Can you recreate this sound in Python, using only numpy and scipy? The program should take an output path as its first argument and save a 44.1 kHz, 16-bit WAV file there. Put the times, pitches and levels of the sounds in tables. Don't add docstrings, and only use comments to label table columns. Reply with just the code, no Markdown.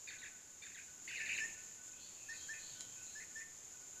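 import sys
import numpy as np
from scipy import signal
from scipy.fft import rfft, irfft
from scipy.io import wavfile

SR = 44100
rng = np.random.default_rng(int(sys.argv[2]) if len(sys.argv) > 2 else 0)


def persist_wave(psi):
    counts = np.round(np.clip(psi, -1, 1) * 32767).astype(np.int16)
    wavfile.write(sys.argv[1], SR, np.atleast_2d(counts).T)


N = 176400


def amp(db):
    return 10 ** (np.asarray(db) / 20)


def unit(x):
    return x / np.sqrt(np.mean(abs(x) ** 2) + 1e-20)


def spectrum_at(points, hz):
    f, value = np.transpose(points)
    return np.interp(np.log(hz + 1), np.log(f), value)


def gain_curve(points):
    return amp(np.interp(np.arange(N) / SR, *np.transpose(points)))


def play(source, rows):
    track = np.zeros(N)
    for start, *settings in rows:
        sound = source(*settings)
        slot = track[round(start * SR):][:len(sound)]
        slot += sound[:len(slot)]
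    return track


def colour(x, points):
    return irfft(rfft(x) * amp(spectrum_at(points, np.fft.rfftfreq(N, 1 / SR))), N)


def wander(hz, t, size=16384):
    f = np.fft.rfftfreq(size, 1 / SR)
    return unit(irfft(rfft(rng.standard_normal(size)) / (1 + (f / hz) ** 4), size))[:len(t)]


def gate(t, rise_s, fall_s):
    return np.clip(t / rise_s, 0, 1) * np.clip((t[-1] - t) / fall_s, 0, 1)


def phase_of(hz):
    return 2 * np.pi * np.cumsum(hz) / SR


def hoarse_tone(t, hz, width_hz):
    smear = wander(width_hz / 2, t) + 1j * wander(width_hz / 2, t)
    return unit((smear * np.exp(1j * phase_of(hz + np.zeros_like(t)))).real)


# t/s, length/s, centre f/Hz, level before the beak/dB, level change/dB,
# roughness/0-1
RATTLE_BURSTS = [(.07, 0.027, 2050, -53.5, -12, 0.6), (0.108, 0.064, 2165, -50.5, -5.5, 0.9),
                 (0.214, 0.011, 2130, -57.5, 6, 0.7), (0.246, 0.042, 2272, -49.5, -6, 0.88),
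                 (0.617, 0.025, 2054, -61.5, 2, .8), (0.659, 0.072, 2280, -56.5, -4, 0.87),
                 (0.768, 0.0345, 2400, -57.5, 6, 0.65), (0.797, .03, 2150, -57, -4, .8),
                 (1.076, 0.048, 2636, -50, 4, 0.9), (1.113, 0.055, 2614, -45, 2.5, 0.65),
                 (1.169, .032, 2550, -46, -11, .7), (1.199, 0.027, 2278, -39.5, -4, 0.67),
                 (1.213, 0.089, 2433, -46, -0.5, 0.5), (1.2905, .036, 2444, -37.5, -1, 0.44),
                 (1.326, 0.034, 2540, -39, -4, 0.54), (1.3757, 0.031, 2445, -34.5, -8, 0.57)]
def rattle(length, hz, db, change_db, rough):
    t = np.arange(0, length, 1 / SR)
    pulses_per_s, pulse_width_s, sweeps_per_s = 410, 0.00048, 80
    gap_scatter, pulse_db, half_turns = rng.standard_normal((3, 60))
    pulse_times = (np.cumsum(np.exp(0.244 * gap_scatter)) - .5) / pulses_per_s
    shapes = np.exp(-.5 * ((t - pulse_times[:, None]) / pulse_width_s) ** 2)
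    pulses = unit((amp(pulse_db) * np.exp(1j * np.pi * half_turns)) @ shapes)
    sweep = .27 * (.5 - t * sweeps_per_s % 1)
    high_start = 0.17 * np.exp(-t / 0.0029)
    tone = np.exp(1j * phase_of(hz * (1 + sweep + high_start)))
    chop = rough * pulses + (1 - rough) * (.5 + abs(pulses))
    hiss = rough * amp(-8) * abs(pulses) * rng.standard_normal(SR)[:len(t)]
    return amp(db + change_db * t / length) * gate(t, .0015, 0.0017) * unit((chop * tone).real + hiss)


# f/Hz, gain/dB
BEAK_RESPONSE = [(500, -54), (1300, -38), (1520, 6), (2000, -4), (2300, -5), (2500, 0), (2900, -5),
                 (3250, -18.5), (3700, -1.5), (5000, -2), (9000, -19), (14000, -48)]
def beak(rattles):
    return colour(rattles, BEAK_RESPONSE)


# t/s, length/s, first f/Hz, last f/Hz, relative level/dB, octave before the beak/dB
SLUR_NOTES = [(0.074, 0.018, 2456, 2330, -50, -12), (0.086, 0.024, 2270, 1440, -51.5, -5),
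              (0.109, .016, 2150, 1530, -55, -19), (.126, .014, 2034, 1540, -53, -8),
              (0.227, 0.021, 1992, 1474, -49, -6), (.257, 0.017, 1904, 1580, -51.5, -10),
              (0.62, 0.022, 2370, 2405, -52.5, -19), (0.64, 0.021, 2147, 1490, -57, -6),
              (.664, .012, 1740, 1500, -56, -7), (.745, 0.024, 1934, 1460, -54.5, -3.5),
              (.768, .024, 2080, 1490, -55, -14), (1.076, 0.0076, 1980, 2180, -44.5, -19),
              (1.083, 0.036, 2205, 1500, -50, -26), (1.117, 0.028, 2134, 1536, -51.5, -28),
              (1.168, .036, 2193, 1574, -45, -15), (1.255, .036, 2230, 1585, -46, -8),
              (1.341, 0.032, 2185, 1545, -49, -14)]
# f/Hz, gain/dB
BEAK_OCTAVE_RESPONSE = [(3000, -5), (3300, -3), (3600, 1.5), (4100, -6), (4800, -1)]
def slur(length, first_hz, last_hz, db, octave_db):
    t = np.arange(0, length, 1 / SR)
    progress = t / length
    hz = first_hz + (last_hz - first_hz) * progress ** 1.473
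    phase = phase_of(hz * (1 + 0.022 * wander(400, t)))
    octave_gain = amp(octave_db + spectrum_at(BEAK_OCTAVE_RESPONSE, 2 * hz))
    octave = octave_gain * np.sin(2 * phase + .9 * wander(520, t))
    shaky_fade = amp(db - 2.25 - 1.5 * progress + 1.4 * wander(320, t))
    return shaky_fade * gate(t, 0.002, 0.002) * unit(np.sin(phase) + octave)


# t/s, length/s, centre f/Hz, width/Hz, level/dB
RASP_BANDS = [(.071, 0.053, 3650, 200, -61), (0.072, 0.046, 4450, 500, -62), (0.184, 0.043, 3850, 700, -63),
              (.621, 0.038, 3620, 160, -59.5), (0.624, 0.05, 4400, 495, -69), (1.086, .016, 3550, 200, -57),
              (1.17, 0.029, 4150, 800, -59), (1.257, .03, 4020, 600, -62), (1.29, 0.015, 4550, 400, -61),
              (1.344, 0.035, 3950, 458, -55), (1.083, .02, 4510, 400, -60)]
def rasp(length, hz, width_hz, db):
    t = np.arange(0, length, 1 / SR)
    return amp(db) * gate(t, 0.002, 0.0094) * hoarse_tone(t, hz, width_hz)


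# t/s, length/s, held f/Hz, scoop/Hz, end bend/Hz, level/dB, third harmonic/dB
WHISTLE_NOTES = [(1.201, 0.051, 1786, 8, -70, -49, -23), (1.399, .054, 1734, -82, 151, -41.5, -17.5),
                 (2.284, 0.046, 1840, 178, -43, -47.5, -13), (2.485, .050, 1842, 336, -90, -46.5, -18),
                 (3.15, .052, 1798, 231, -73, -52.5, -11), (3.353, 0.059, 1809, 102, 17, -49, -16)]
def whistle(length, hz, scoop_hz, bend_hz, db, third_db):
    t = np.arange(0, length, 1 / SR)
    progress = t / length
    pitch = hz - scoop_hz * np.exp(-t / 0.0119) + bend_hz * progress ** 3
    phase = phase_of(pitch * (1 + 0.0067 * wander(170, t)))
    third = amp(third_db) * np.sin(np.pi * progress) * np.sin(3 * phase)
    return amp(db + 0.28 * wander(90, t)) * gate(t, .009, 0.002) * unit(np.sin(phase) + third)


# t/s, length/s, lower f/Hz, lower level/dB, upper re lower/dB
VOICE_BREAKS = [(2.334, 0.033, 1927, -62.5, 2), (2.536, 0.062, 1990, -63, 4.5),
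                (3.202, .043, 2000, -56.5, -9.5), (3.403, .038, 1973, -58, -9)]
def voice_break(length, hz, db, upper_db):
    t = np.arange(0, length, 1 / SR)
    from_middle = t / length - .5
    lower = hoarse_tone(t, hz + 140 * from_middle, width_hz=370)
    upper = amp(upper_db) * hoarse_tone(t, hz=2516, width_hz=230)
    return amp(db - 5.5 * from_middle) * gate(t, 0.0011, 0.0042) * (lower + upper)


# t/s, level/dB
TWIG_TICKS = [(0.8412, -51.5), (2.1896, -48.5), (2.8075, -31.5), (2.8234, -54)]
# f/Hz, relative level/dB, t60/s
TWIG_MODES = [(1940, -35, 0.0078), (4050, -9, 0.022), (4960, -9.5, 0.0075), (7300, 0, 0.0078),
              (9140, -15, 0.015)]
def twig_tick(db):
    t = np.arange(1500) / SR
    ring = sum(amp(mode_db - 60 * t / t60) * np.sin(2 * np.pi * hz * t) for hz, mode_db, t60 in TWIG_MODES)
    noise = signal.lfilter(*signal.butter(4, 8500, fs=SR), rng.standard_normal(len(t)))
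    crack = 0.32 * np.exp(-t / 0.002) * noise
    return amp(db) * np.minimum(t / 0.00043, 1) * (ring + crack)


# t/s, relative level/dB
THUDS = [(2.715, -61), (2.867, -60)]
def thud(db):
    t = np.arange(0, 0.039, 1 / SR)
    return amp(db) * gate(t, 0.0027, 0.072) * hoarse_tone(t, hz=109.6, width_hz=180)


# t/s, length/s, f/Hz, relative level/dB
FAR_NOTES = [(.15, 0.081, 1496, -73), (.31, 0.055, 1500, -68.5), (.44, 0.038, 1494, -69.5),
             (.87, 0.045, 1479, -65.5), (1.55, 0.075, 1491, -70), (1.77, 0.06, 1500, -71),
             (1.86, 0.048, 1487, -69.5), (2.31, 0.074, 1502, -67.5), (2.52, 0.077, 1495, -72),
             (2.74, 0.087, 1506, -71), (2.95, .09, 1494, -71.5), (3.21, 0.04, 1474, -64),
             (3.71, 0.055, 1478, -68), (3.94, 0.067, 1506, -71.5)]
def far_toot(length, hz, db):
    t = np.arange(0, length, 1 / SR)
    pitch = hz * (1 + 0.016 * wander(90, t))
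    return amp(db) * gate(t, 0.019, 0.029) * unit(np.sin(phase_of(pitch)))


# t/s, length/s, centre f/Hz, glide/Hz, width/Hz, relative level/dB
FAR_PHRASES = [(1.901, 0.14, 2583, 75, 240, -72), (1.949, .19, 3410, 585, 900, -71.5),
               (1.992, 0.12, 4390, 333, 554, -64), (2.163, 0.16, 2587, -89, 302, -67),
               (2.277, 0.18, 4220, -7, 950, -64), (2.368, 0.14, 3193, -13, 220, -67.5),
               (2.58, 0.17, 4320, 149, 700, -63), (2.58, 0.28, 3330, -2.5, 1270, -71),
               (2.755, 0.13, 3160, 0, 220, -69), (2.952, 0.12, 2570, 8, 260, -67.5),
               (3.042, 0.151, 4150, 188, 607, -68.5)]
def far_buzz(length, hz, glide_hz, width_hz, db):
    t = np.arange(0, length, 1 / SR)
    pitch = hz + glide_hz * (t / length - .5)
    return amp(db) * gate(t, 0.02, 0.058) * hoarse_tone(t, pitch, width_hz)


# f/Hz, relative density/dB
INSECT_SPECTRUM = [(3290, -45), (5600, -18), (5800, -20.5), (6160, -10.5), (6530, -3), (7100, -0.5),
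                   (7330, -3), (7600, -12), (7690, -11), (8400, -35), (10900, -51), (18500, -120)]
# t/s, relative level/dB
INSECT_SWELLS = [(0.0, -55), (0.54, -58), (0.68, -55), (1.01, -56), (1.02, -53), (1.28, -52.5),
                 (1.36, -48.5), (1.55, -51.5), (1.56, -57), (1.63, -52.5), (1.82, -56), (1.86, -52),
                 (1.97, -56.5), (2.04, -55), (2.22, -55), (2.37, -51.5), (2.8, -53), (2.81, -49.5),
                 (2.85, -54.5), (2.93, -53), (3.25, -52.5), (3.26, -56.5), (3.39, -51), (3.45, -55.5),
                 (3.97, -54), (4.0, -54)]
def insects():
    hz = np.fft.rfftfreq(N, 1 / SR)
    band_filter = 1 / (1 + ((hz - 7000) / 1500) ** 8)
    spectrum = amp(spectrum_at(INSECT_SPECTRUM, hz)) * band_filter
    buzz = unit(irfft(rfft(rng.standard_normal(N)) * spectrum, N))
    flutter = amp(-0.25 + 0.73 * wander(45, np.arange(N) / SR, size=N))
    return buzz * gain_curve(INSECT_SWELLS) * flutter


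# f/Hz, relative density/dB
AIR_SPECTRUM = [(20, 0), (38, -30), (65, 0.5), (130, -2), (300, -3), (600, -6.5), (1300, -8.5), (2500, -6),
                (3300, -7.5), (4300, -7.5), (5300, -5), (7000, -9), (8800, -9.5), (10500, -14),
                (14500, -15)]
# t/s, relative level/dB
MURMUR_SWELLS = [(0.0, -70.5), (0.28, -67), (0.31, -70), (0.89, -70), (1.45, -62.5), (1.58, -68),
                 (1.9, -69), (2.62, -67), (3.6, -69), (4.0, -68)]
def forest_air():
    noise = unit(colour(rng.standard_normal(N), AIR_SPECTRUM))
    low = signal.sosfiltfilt(signal.butter(2, 1400, fs=SR, output="sos"), noise)
    murmur = amp(-0.5) * gain_curve(MURMUR_SWELLS) * unit(low)
    hiss = amp(-63) * unit(gain_curve(INSECT_SWELLS) ** 0.7) * (noise - low)
    return murmur + hiss


def branch_reflections(x, count=24, latest_s=.06):
    taps = np.zeros(SR // 4)
    lateness = rng.uniform(0.0398, 1, count)
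    taps[(lateness * latest_s * SR).astype(int)] = rng.choice([-1, 1], count) * np.exp(-lateness)
    return signal.fftconvolve(x, taps / np.linalg.norm(taps))[:N]


# f/Hz, t60/s
FOREST_DECAY = [(500, 1), (1800, 0.85), (2600, 0.87), (5000, 0.76), (10000, 0.23)]
def forest_echo(x, echoes_per_s=2500):
    build_up = np.minimum(np.arange(SR) / SR / 0.0086, 1)
    taps = rng.standard_normal(SR) * (rng.random(SR) < echoes_per_s / SR) * build_up
    hz, t, bands = signal.stft(taps, SR, nperseg=256)
    decay = amp(-60 * t / spectrum_at(FOREST_DECAY, hz)[:, None])
    tail = signal.istft(bands * decay, SR, nperseg=256)[1]
    return signal.fftconvolve(x, tail / np.linalg.norm(tail))[:N]


def scene():
    harsh_calls = beak(play(rattle, RATTLE_BURSTS)) + play(slur, SLUR_NOTES)
    harsh_calls += play(rasp, RASP_BANDS) + play(voice_break, VOICE_BREAKS)
    knocks = play(twig_tick, TWIG_TICKS) + play(thud, THUDS)
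    whistles = play(whistle, WHISTLE_NOTES)
    near = harsh_calls + knocks + whistles
    far = play(far_toot, FAR_NOTES) + play(far_buzz, FAR_PHRASES)
    echo = forest_echo(amp(-12) * (harsh_calls + knocks) + amp(-14.5) * whistles + amp(-0.5) * far)
    early = amp(-11.5) * branch_reflections(near)
    mono = near + early + amp(-1) * far + echo + insects() + forest_air()
    return np.array([mono, mono])


def record(dry, cutoff_hz=14650):
    lowpass = signal.firwin(511, cutoff_hz, window=("kaiser", 9), fs=SR)
    return signal.oaconvolve(dry, lowpass[None], "same")


dry = scene()
out = record(dry)
persist_wave(out)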